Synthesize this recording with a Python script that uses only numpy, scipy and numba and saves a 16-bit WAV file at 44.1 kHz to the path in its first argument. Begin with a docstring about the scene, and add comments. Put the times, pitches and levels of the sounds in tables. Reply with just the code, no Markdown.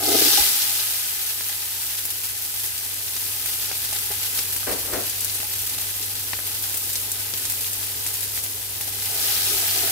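"""Onions frying in a wide pot

Diced onions tumble into hot oil in a wide metal pot and sizzle; late on a wooden spatula stirs them.
Steam bubbles, made of thousands of short dying rings, echo round the pot, and single drops pop and spatter.
Noise and knocks through the pot's resonances make the falling pieces and the spatula on its bottom.
Something is set down on the counter with dull thuds of shaped noise, over a kitchen's mains hum and rumble.
A two-port microphone hears it all, with every source leaning left."""
import sys
import numpy as np
from scipy import signal
from scipy.fft import rfft, irfft, next_fast_len
from scipy.io import wavfile
from scipy.ndimage import uniform_filter1d
from numba import njit

SR = 44100
rng = np.random.default_rng(int(sys.argv[2]) if len(sys.argv) > 2 else 0)


def attenuation_scalar(level_db):
    """Turn a level in dB into a linear amplitude multiplier (20 dB per decade)."""
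    decades = np.asarray(level_db, float) / 20
    return 10 ** decades


def inscribe(sig):
    """Save sig as 16-bit PCM at rate SR to the path in sys.argv[1].

    A 1-D sig is mono; a 2-D sig holds one channel per row.
    Samples are clipped to [-1, 1] before scaling.
    """
    pcm = np.round(np.clip(np.atleast_2d(sig).T, -1, 1) * 32767)
    wavfile.write(sys.argv[1], SR, pcm.astype(np.int16))


N = 437031
TIME = np.arange(N) / SR
SIDES = np.array([[1], [-1]])  # left, right


def curve(rows, column=1):
    """One column of a table, interpolated along time."""
    rows = np.array(rows, float)
    return np.interp(TIME, rows[:, 0], rows[:, column])


def along(points, hz):
    """Value of (Hz, value) points on a log frequency axis."""
    points = np.array(points, float)
    return np.interp(np.log(hz + 1), np.log(points[:, 0] + 1), points[:, 1])


def shape(x, gain):
    """Weights the spectrum by gain(Hz)."""
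    size = next_fast_len(N)
    hz = np.arange(size // 2 + 1) * SR / size
    return irfft(rfft(x, size) * gain(hz), size)[..., :N]


def unit(x):
    """Scales the middle of the image to rms 1."""
    return x / np.std(np.mean(np.atleast_2d(x), axis=0))


def band(x, lo_hz, hi_hz):
    """Band-pass."""
    return signal.sosfilt(signal.butter(2, [lo_hz, hi_hz], "bandpass", fs=SR, output="sos"), x)


def pan(x, left_db):
    """Makes the left louder than the right by left_db."""
    return x * attenuation_scalar(left_db * SIDES / 2)


def walk(rate):
    """Random levels, each held 1 / rate s and slewed to the next; spread 1."""
    hold = int(SR / rate)
    levels = np.repeat(rng.standard_normal(N // hold + 1), hold)
    levels = uniform_filter1d(levels, hold // 2 + 1)[:N]
    return levels / levels.std()


def swell(s, rise_s, hold_s, fall_s):
    """Envelope that rises to 1 at s, holds, then dies away, to a third in about fall_s."""
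    rise = np.clip(1 + (TIME - s) / rise_s, 0, 1) ** 2
    return rise * np.exp(-np.maximum(TIME - s - hold_s, 0) / fall_s)


def even(x, over_s):
    """Divides noise by its own smoothed loudness, so its level holds steady over over_s; rms near 1."""
    power = uniform_filter1d(np.mean(x, axis=0) ** 2, int(over_s * SR))
    return x / np.sqrt(power + 0.061 * power.mean())


@njit
def grains(count, start, hz, cycles, size, lag):
    """Each burst is a short dying ring that reaches the two ports lag samples apart."""
    out = np.zeros((2, count + 8192))
    for g in range(len(start)):
        # turn and decay per sample: down to about a third after the given cycles
        step = np.exp((2j * np.pi - 1 / cycles[g]) * hz[g] / SR)
        length = min(int(6 * cycles[g] * SR / hz[g]) + 2, 3000)
        for c in range(2):
            t = start[g] + 64 + (c - .5) * lag[g]
            i = int(t) + 1
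            z = size[g] * step ** (i - t)  # starts between samples
            for k in range(length):
                out[c, i + k] += z.imag
                z *= step
    return out[:, 64:count + 64]


def bursts(start, hz, size, cycles, echo_db=-5, t60_s=.05, aside=0.37, count=5):
    """Direct rings plus echoes off the pot walls; every burst has its own place, so its own echoes."""
    u = rng.random((len(start), count + 1, 2)).T
    late = t60_s / 3 * u[0] * (np.arange(count + 1) > 0)[:, None]  # s; the first is the direct sound
    sign = np.where(late > 0, np.sign(u[1] - .5), 1)
    gain = sign * attenuation_scalar(min(echo_db, -4) * (late > 0) - 60 * late / t60_s)
    # up to 22 samples between the ports; direct sound comes from nearer the middle
    lag = 44 * (u[1] - .5) * np.where(late > 0, 1, aside)
    every = lambda v: (v + 0 * late).ravel()
    return grains(N, every(start + late * SR), every(hz), every(cycles), every(size * gain), lag.ravel())


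# Resonances of the pot bottom and of the air inside.
# Each row: frequency in Hz, width in Hz, relative level in dB.
POT_MODES = [(299, 48, -2), (398, 82, 1.5), (484, 140, 0), (653, 41, -5.5), (760, 23, -10.5),
             (826, 20.6, -5.5), (1250, 91, 5), (1496, 46, -8.5), (2059, 55, -0.5)]


def pot(push, upper_db=0):
    """The pot's resonances under a push; it is too small to send out bass."""
    out = 0
    for hz, width, db in POT_MODES:
        r, w = np.exp(-np.pi * width / SR), 2 * np.pi * hz / SR
        ring = signal.lfilter([np.sin(w), -np.sin(w)], [1, -2 * r * np.cos(w), r * r], push) / w
        out = out + attenuation_scalar(db + upper_db * (hz > 600)) * ring
    return band(band(out, 210, 3400), 210, 3400)


# How fiercely the oil fries. Each row: time in seconds, level of the small bubbles in dB.
FRYING = [(0, -30), (.04, -24), (.23, -19), (.39, -19.5), (.49, -21.5), (.55, -23), (.85, -25.5),
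          (1.25, -29), (2.5, -31), (3.05, -30.5), (3.4, -29), (4.2, -29), (4.85, -30), (5.6, -30.5),
          (7.0, -30), (8.55, -32.5), (9.03, -30), (9.27, -23.5), (9.5, -24), (9.91, -24)]
# Brief changes of the frying.
# Each row: centre in seconds, reach to either side in seconds, change of small and of large bubbles in dB.
FLARES = [(3.2, .2, 1, -0.5), (3.8, 0.24, -1.5, -0.5), (4.38, 0.074, 3.5, 5), (5.275, 0.36, 1, 1.5),
          (6.813, 0.22, 1.5, -0.5), (7.473, 0.2, 0.5, 1.5), (8.077, 0.57, 1.5, 2)]
LARGE_DB, LARGE_PER_DB = -8.5, 0.5541  # large against small at -30 dB, and their extra gain per dB


def fierceness():
    """Levels of small and large bubbles in dB: the slow course plus the brief changes."""
    small = curve(FRYING)
    large = small + LARGE_DB + LARGE_PER_DB * (small + 30)
    for s, reach, small_db, large_db in FLARES:
        flare = np.clip(1 - abs(TIME - s) / reach, 0, 1)
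        small = small + small_db * flare
        large = large + large_db * flare
    return small, large


def spurts(count, size_db, fade_s):
    """Sudden releases of steam that die away, in dB."""
    u = rng.random((count, 2)).T
    kick = np.zeros(N)
    kick[(u[0] * (N - 1)).astype(int)] = -size_db * np.log(u[1] + 1e-9)
    return np.minimum(signal.lfilter([1], [1, -np.exp(-1 / (fade_s * SR))], kick), 3.5)


# Colour of the bubble bursts. Each row: frequency in Hz, gain in dB.
BUBBLE_COLOUR = [(530, -21.5), (900, -12), (1180, -20), (1250, -17), (1650, -5.5), (1870, -9), (2500, -3.5),
                 (3510, -3), (4010, -2.5), (6920, -1.5), (12900, 6), (15600, 7), (16400, -63)]
CALMING_PER_DB = 1  # fiercer frying is denser, so single spurts and snaps stand out less


def bubbles(lo_hz, hi_hz, count, spread_db, cycles, spurt_db):
    """Bursts of steam at random pitches, their sizes drawn with spread_db, swelling in spurts."""
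    u = rng.random((count, 3)).T
    calm = np.clip(2.5 - CALMING_PER_DB * (curve(FRYING) + 30), 0, 1)
    start = u[0] * (N - 1)
    hz = lo_hz + (hi_hz - lo_hz) * u[1]
    # a negative spread leaves some bursts quieter
    size_db = np.minimum(-spread_db * np.log(u[2] + 1e-9), 12) + (spurt_db * calm)[start.astype(int)]
    rings = bursts(start, hz, np.sqrt(hz) * attenuation_scalar(size_db), cycles)
    return unit(shape(rings, lambda f: attenuation_scalar(along(BUBBLE_COLOUR, f))))


def crackle(count):
    """Droplets that snap singly, each a dry click of its own pitch and size, a few far louder."""
    u = rng.random((count, 3)).T
    size = attenuation_scalar(np.minimum(-4.0 * np.log(u[2] + 1e-9), 13))
    snaps = bursts(u[0] * (N - 1), 4200 * 3.0 ** u[1], size, 1.2, -8, 0.0116, aside=0.15)
    return unit(band(snaps, 2600, 15000))


THIN_START_S = 0.26  # the low notes of the frying fill in as the oil gets covered
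CRACKLE_DB = -14.5  # snaps against the small bubbles, at a fierceness of -32 dB


def sizzle():
    """Small and large steam bubbles share spurts and add their own; the large ones ring the pot."""
    spurt = 0.028 * walk(6.7) + spurts(count=400, size_db=1.5, fade_s=0.012)
    small_spurt = spurt + spurts(count=150, size_db=0.9, fade_s=0.02)
    large_spurt = 1.4 * spurt + spurts(count=160, size_db=4.0, fade_s=0.0043)
    small = bubbles(6800, 13870, count=60000, spread_db=0.0, cycles=0.59, spurt_db=small_spurt)
    large = bubbles(865, 5850, count=30000, spread_db=-0.5, cycles=1.26, spurt_db=large_spurt)
    # the fiercer the frying, the thinner its lowest notes
    opening = np.clip(1 - TIME / THIN_START_S, 0, 1)
    thinning = np.clip(0.039 * (curve(FRYING) + 30) + 0.7 * opening, 0, .9)
    large = large - thinning * band(large, 430, 4300)
    # the frying shakes the bottom and rings the air in the pot, which colours it
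    shaking = rng.standard_normal((2, N)) + 0.62 * rng.standard_normal(N)
    shaken = unit(pot(shaking, 2.3))
    large = large + attenuation_scalar(-16.5) * shaken + attenuation_scalar(-15.5) * unit(pot(large, 15))
    snap_db = CRACKLE_DB - CALMING_PER_DB * (curve(FRYING) + 32.0)
    small = small + attenuation_scalar(snap_db) * crackle(count=5000)
    small_db, large_db = fierceness()
    return attenuation_scalar(small_db) * pan(small, 0.56) + attenuation_scalar(large_db) * pan(large, 3.3)


# Heaps of pieces landing on the bottom, later pushed along it.
# Each row: time in seconds, level in dB, upper modes against it in dB.
HEAPS = [(0.0, -37, 5), (.028, -29.5, -3), (.055, -32.5, 0), (0.083, -22, -8), (.1, -29, -6),
         (.12, -24.5, -4), (0.148, -18.5, -9), (0.186, -29, -6), (.213, -21, -11), (.255, -28, -17),
         (.275, -30, -17), (.335, -32, -17), (0.378, -33.5, -10), (9.56, -55, 2), (9.63, -47, 7),
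         (9.765, -37, -10), (9.835, -39, -2)]
LAND_S, SETTLE_S = 0.0093, 0.015  # rise, and time to fall to a third
# The spatula dragged along the bottom.
# Each row: time in seconds, level in dB, upper modes against it in dB.
SCRAPE = [(9.06, -57, 4), (9.15, -47, 2), (9.27, -56, 3), (9.44, -60, 8), (9.51, -40, -15), (9.57, -43, -9),
          (9.7, -63, 7), (9.78, -47.5, 3), (9.85, -43, -3), (9.91, -47, 6)]
RING_DB = -5  # the highest modes against the upper ones
RASP_DB = -6.5  # dry broad noise of the wood against the ringing of the pot


def heaps_and_scrape():
    """Soft pieces landing and wood sliding: dense contacts as noise, rung in three bands of the pot."""
    hail = rng.standard_normal((3, N))
    hail = hail[0] + 0.87 * hail[1:]  # partly alike at the two ports
    rung = pot(hail)
    low = band(rung, 280, 454)
    high = band(band(rung, 682, 780), 570, 890)
    highest = band(rung, 1270, 2200)
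    rasp = band(hail, 160, 1250)
    low_push = sum(attenuation_scalar(db) * swell(s, LAND_S, 0, SETTLE_S) for s, db, upper_db in HEAPS)
    high_push = sum(attenuation_scalar(db + upper_db) * swell(s, LAND_S, 0, SETTLE_S) for s, db, upper_db in HEAPS)
    drag = attenuation_scalar(curve(SCRAPE)) * (TIME > SCRAPE[0][0])
    low_push = low_push + drag
    high_push = high_push + drag * attenuation_scalar(curve(SCRAPE, column=2))

    def driven(noise, push):
        return uniform_filter1d(push, int(0.014 * SR)) * even(noise, 0.022)

    patter = driven(low, low_push) + driven(high, high_push) + attenuation_scalar(RING_DB) * driven(highest, high_push)
    return patter + attenuation_scalar(RASP_DB) * driven(rasp, drag)


# Single knocks on the pot. Each row: time in seconds, relative level in dB, pitch of the push in Hz
# (higher is harder), crack against the level in dB before a common trim, cycles of ring to fall to a third.
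KNOCKS = [(0.376, -29, 810, 5, 5.6), (1.409, -45, 883, 18.5, 1.4), (3.713, -30, 806, 2, 1.9),
          (3.926, -30, 950, -4, 1.4), (4.105, -28, 398, -6, 1.2), (4.112, -29, 826, 1, 1.3),
          (4.63, -29, 1600, -6, 3), (5.43, -31, 830, 2, 1.2), (6.334, -33, 1100, 12.5, 0.8),
          (6.39, -30, 1480, 4, 1.4), (8.805, -38, 840, -7, 1.4), (8.876, -33.5, 784, -2, 5)]


def knocks():
    """Each knock is one ringing push, heard bare and through the pot, with a short crack on top."""
    s, db, hz, crack_db, cycles = np.transpose(KNOCKS)
    push = bursts(s * SR, hz, attenuation_scalar(db), cycles, 0.0, 0.0387, aside=.1)
    crack = bursts(s * SR, 1900 + 0 * s, attenuation_scalar(db + crack_db + 8.5), 0.67, -2, 0.0173, aside=.1)
    return attenuation_scalar(-40.5) * pot(push, 7.6) + .5 * push + crack


def bottom():
    """Everything that strikes or slides on the bottom of the pot, well to the left."""
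    return pan(heaps_and_scrape() + knocks(), 4.3)


# Hum as the recorder hears it: its automatic gain probably ducks hum and rumble after the loud pour,
# then recovers; here a typed curve. Each row: time in seconds, hum in dB.
HUM_LEVEL = [(0, -43), (.6, -54), (2.2, -50.5), (4.6, -46), (9.91, -45.5)]
# Colour of the rumble. Each row: frequency in Hz, relative gain in dB.
RUMBLE_COLOUR = [(20, -62), (48, -1), (96, -5.5), (122, -8), (151, -14.5), (195, -19), (255, -9),
                 (347, -12), (424, -7.5), (586, -15.5), (826, -13.5), (1080, -15.5), (1500, -34),
                 (1950, -51), (3300, -120)]
# Likeness of the rumble at the left and right ports. Each row: frequency in Hz, likeness from 0 to 1.
RUMBLE_LIKENESS = [(30, 1), (100, 0.93), (250, 0.75), (600, 0.85), (1200, 0)]
HUM_HZ = 100.2
RUMBLE_DB, RUMBLE_PER_DB = -55, 1.08  # rumble at a hum of -46.5 dB; it dips a little deeper


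def kitchen():
    """A wavering mains hum over low rumble that is much alike left and right."""
    phase = 2 * np.pi * np.cumsum(HUM_HZ + 0.42 * walk(6.6)) / SR
    hum = np.sqrt(2) * np.sin(phase) * attenuation_scalar(curve(HUM_LEVEL) + 0.27 * walk(13))
    mid, side = rng.standard_normal((2, N))
    like = lambda f: np.clip(along(RUMBLE_LIKENESS, f), 0, 1)
    mid = shape(mid, lambda f: attenuation_scalar(along(RUMBLE_COLOUR, f)) * np.sqrt(1 + like(f)))
    side = shape(side, lambda f: attenuation_scalar(along(RUMBLE_COLOUR, f)) * np.sqrt(1 - like(f)))
    rumble = (mid + SIDES * side) / band(mid, 194, 398).std()
    rumble_db = RUMBLE_DB + RUMBLE_PER_DB * (curve(HUM_LEVEL) + 46.5)
    return pan(hum, 0.77) + pan(rumble, 3.0) * attenuation_scalar(rumble_db)


# Thuds on the counter. Each row: time in seconds, level in dB, rise in seconds, hold in seconds.
THUDS = [(4.675, -31.5, 0.015, 0.053), (4.897, -42.5, 0.11, .02), (4.935, -33.5, 0.022, 0.049)]
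# Low bumps through the worktop. Each row: start in seconds, level in dB, pitch in Hz.
BUMPS = [(0.401, -24.5, 66), (4.104, -41, 60), (4.69, -30, 50), (4.93, -30, 50)]
THUD_FALL_S, RATTLE_DB, RATTLE_S = 0.038, -15.5, 0.11  # fall to a third; a weaker rattle lingers
SCUFF_DB, SCUFF_S = -1, 0.06  # the brighter part and its fall to a third


def counter():
    """Dull rough thuds of noise heard through the room, with low bumps through the worktop."""
    noise = rng.standard_normal((3, N))
    noise = noise[0] + 1.0 * noise[1:]  # partly alike at the two ports
    body = even(band(band(noise, 234, 690), 170, 810), 0.012)
    scuff = unit(band(noise, 1020, 2230))
    thud = 0
    for s, db, rise, hold in THUDS:
        blow = swell(s, rise, hold, THUD_FALL_S) + attenuation_scalar(RATTLE_DB) * swell(s, rise, hold, RATTLE_S)
        bright = attenuation_scalar(SCUFF_DB) * swell(s, rise, 0, SCUFF_S) * scuff
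        thud = thud + attenuation_scalar(db) * (blow * body + bright)
    s, db, hz = np.transpose(BUMPS)
    bump = grains(N, s * SR, 1. * hz, np.full(len(s), .7), attenuation_scalar(db), 0 * s)
    return pan(thud + bump, 4.4)


# Loud single pops. Each row: start in seconds, relative level in dB, pitch in Hz,
# low click against the level in dB before a common trim.
POPS = [(0.62, -10, 6000, -24), (0.802, -12, 5000, -23), (1.4113, -17, 5030, -20),
        (2.0532, -11, 12800, -18), (2.103, -12.5, 10900, -20), (2.2535, -20, 11100, -16),
        (3.166, -16, 5500, -11), (3.459, -10.5, 11800, -17), (3.715, -15, 5000, -9),
        (3.929, -13, 9070, -15), (3.9638, -14.5, 3990, -15), (3.9873, -13, 11400, -22),
        (4.39, -10, 5000, -11), (4.564, -12.5, 12900, -13), (5.097, -12, 8540, -34),
        (5.207, -10, 11200, -43), (5.246, -8, 11000, -31), (5.297, -12, 5500, -35),
        (5.403, -23.5, 11300, -1.5), (5.7289, -25, 11000, -34), (6.0277, -18, 5420, -25),
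        (6.333, -16, 4000, -5), (6.6243, -14, 14700, -29), (6.743, -11, 11900, -17),
        (6.772, -9.5, 13700, -22), (6.9307, -12.5, 11700, -31), (6.956, -8, 6500, -23),
        (7.117, -8, 11000, -37), (7.3375, -12, 5000, -10.5), (7.4532, -10, 7740, -18),
        (7.499, -11, 11300, -29), (7.52, -10, 13100, -22), (7.645, -16, 3100, -31),
        (7.7315, -13, 9950, -18), (7.813, -17, 10200, -15), (8.0644, -11, 8500, -14),
        (8.14, -12, 11600, -33), (8.207, -13, 13200, -26), (8.376, -20.5, 6000, -6),
        (8.437, -13, 10800, -19), (8.463, -17.5, 4500, -13), (8.8097, -17.5, 12300, -10),
        (8.998, -17, 4940, -20), (9.68, -20, 5000, -3.5)]


def pops():
    """A drop bursts: a sharp crack, a duller click under it and a hiss of spatter that dies away."""
    s, db, hz, low_db = np.transpose(POPS)
    crack = band(bursts(s * SR, hz, attenuation_scalar(db + 2.0), 1.0, -9, 0.012, aside=0.02), 2400, 17000)
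    click = bursts(s * SR, 2400 + 0 * s, attenuation_scalar(db + low_db + 9.5), 0.91, 6, 0.052, aside=0.063)
    t = np.arange(SR // 16) / SR
    hiss = rng.standard_normal((len(s), 2, len(t))) * np.exp(-t / 0.0088)
    spatter = np.zeros((2, N))
    for k in range(len(s)):
        puff = band(hiss[k], 0.56 * hz[k], min(1.45 * hz[k], 16500))
        i = int(s[k] * SR)
        spatter[:, i:i + len(t)] += attenuation_scalar(db[k] - 6.5) * puff
    return pan(crack + click + spatter, 3.1)


def scene():
    """All sources as they reach the two ports."""
    return sizzle() + bottom() + kitchen() + counter() + pops()


def low_pass(x):
    """Removes everything above the highest recorded frequency."""
    return signal.sosfilt(signal.butter(12, 17080, fs=SR, output="sos"), x)


def record(dry):
    """The deepest bass is rolled off; nothing is left above 16 kHz."""
    mix = signal.sosfilt(signal.butter(2, 38, "highpass", fs=SR, output="sos"), dry)
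    mix = signal.sosfilt(signal.ellip(10, .3, 70, 16000, fs=SR, output="sos"), mix)
    return low_pass(mix)


dry = scene()
out = record(dry)
inscribe(out)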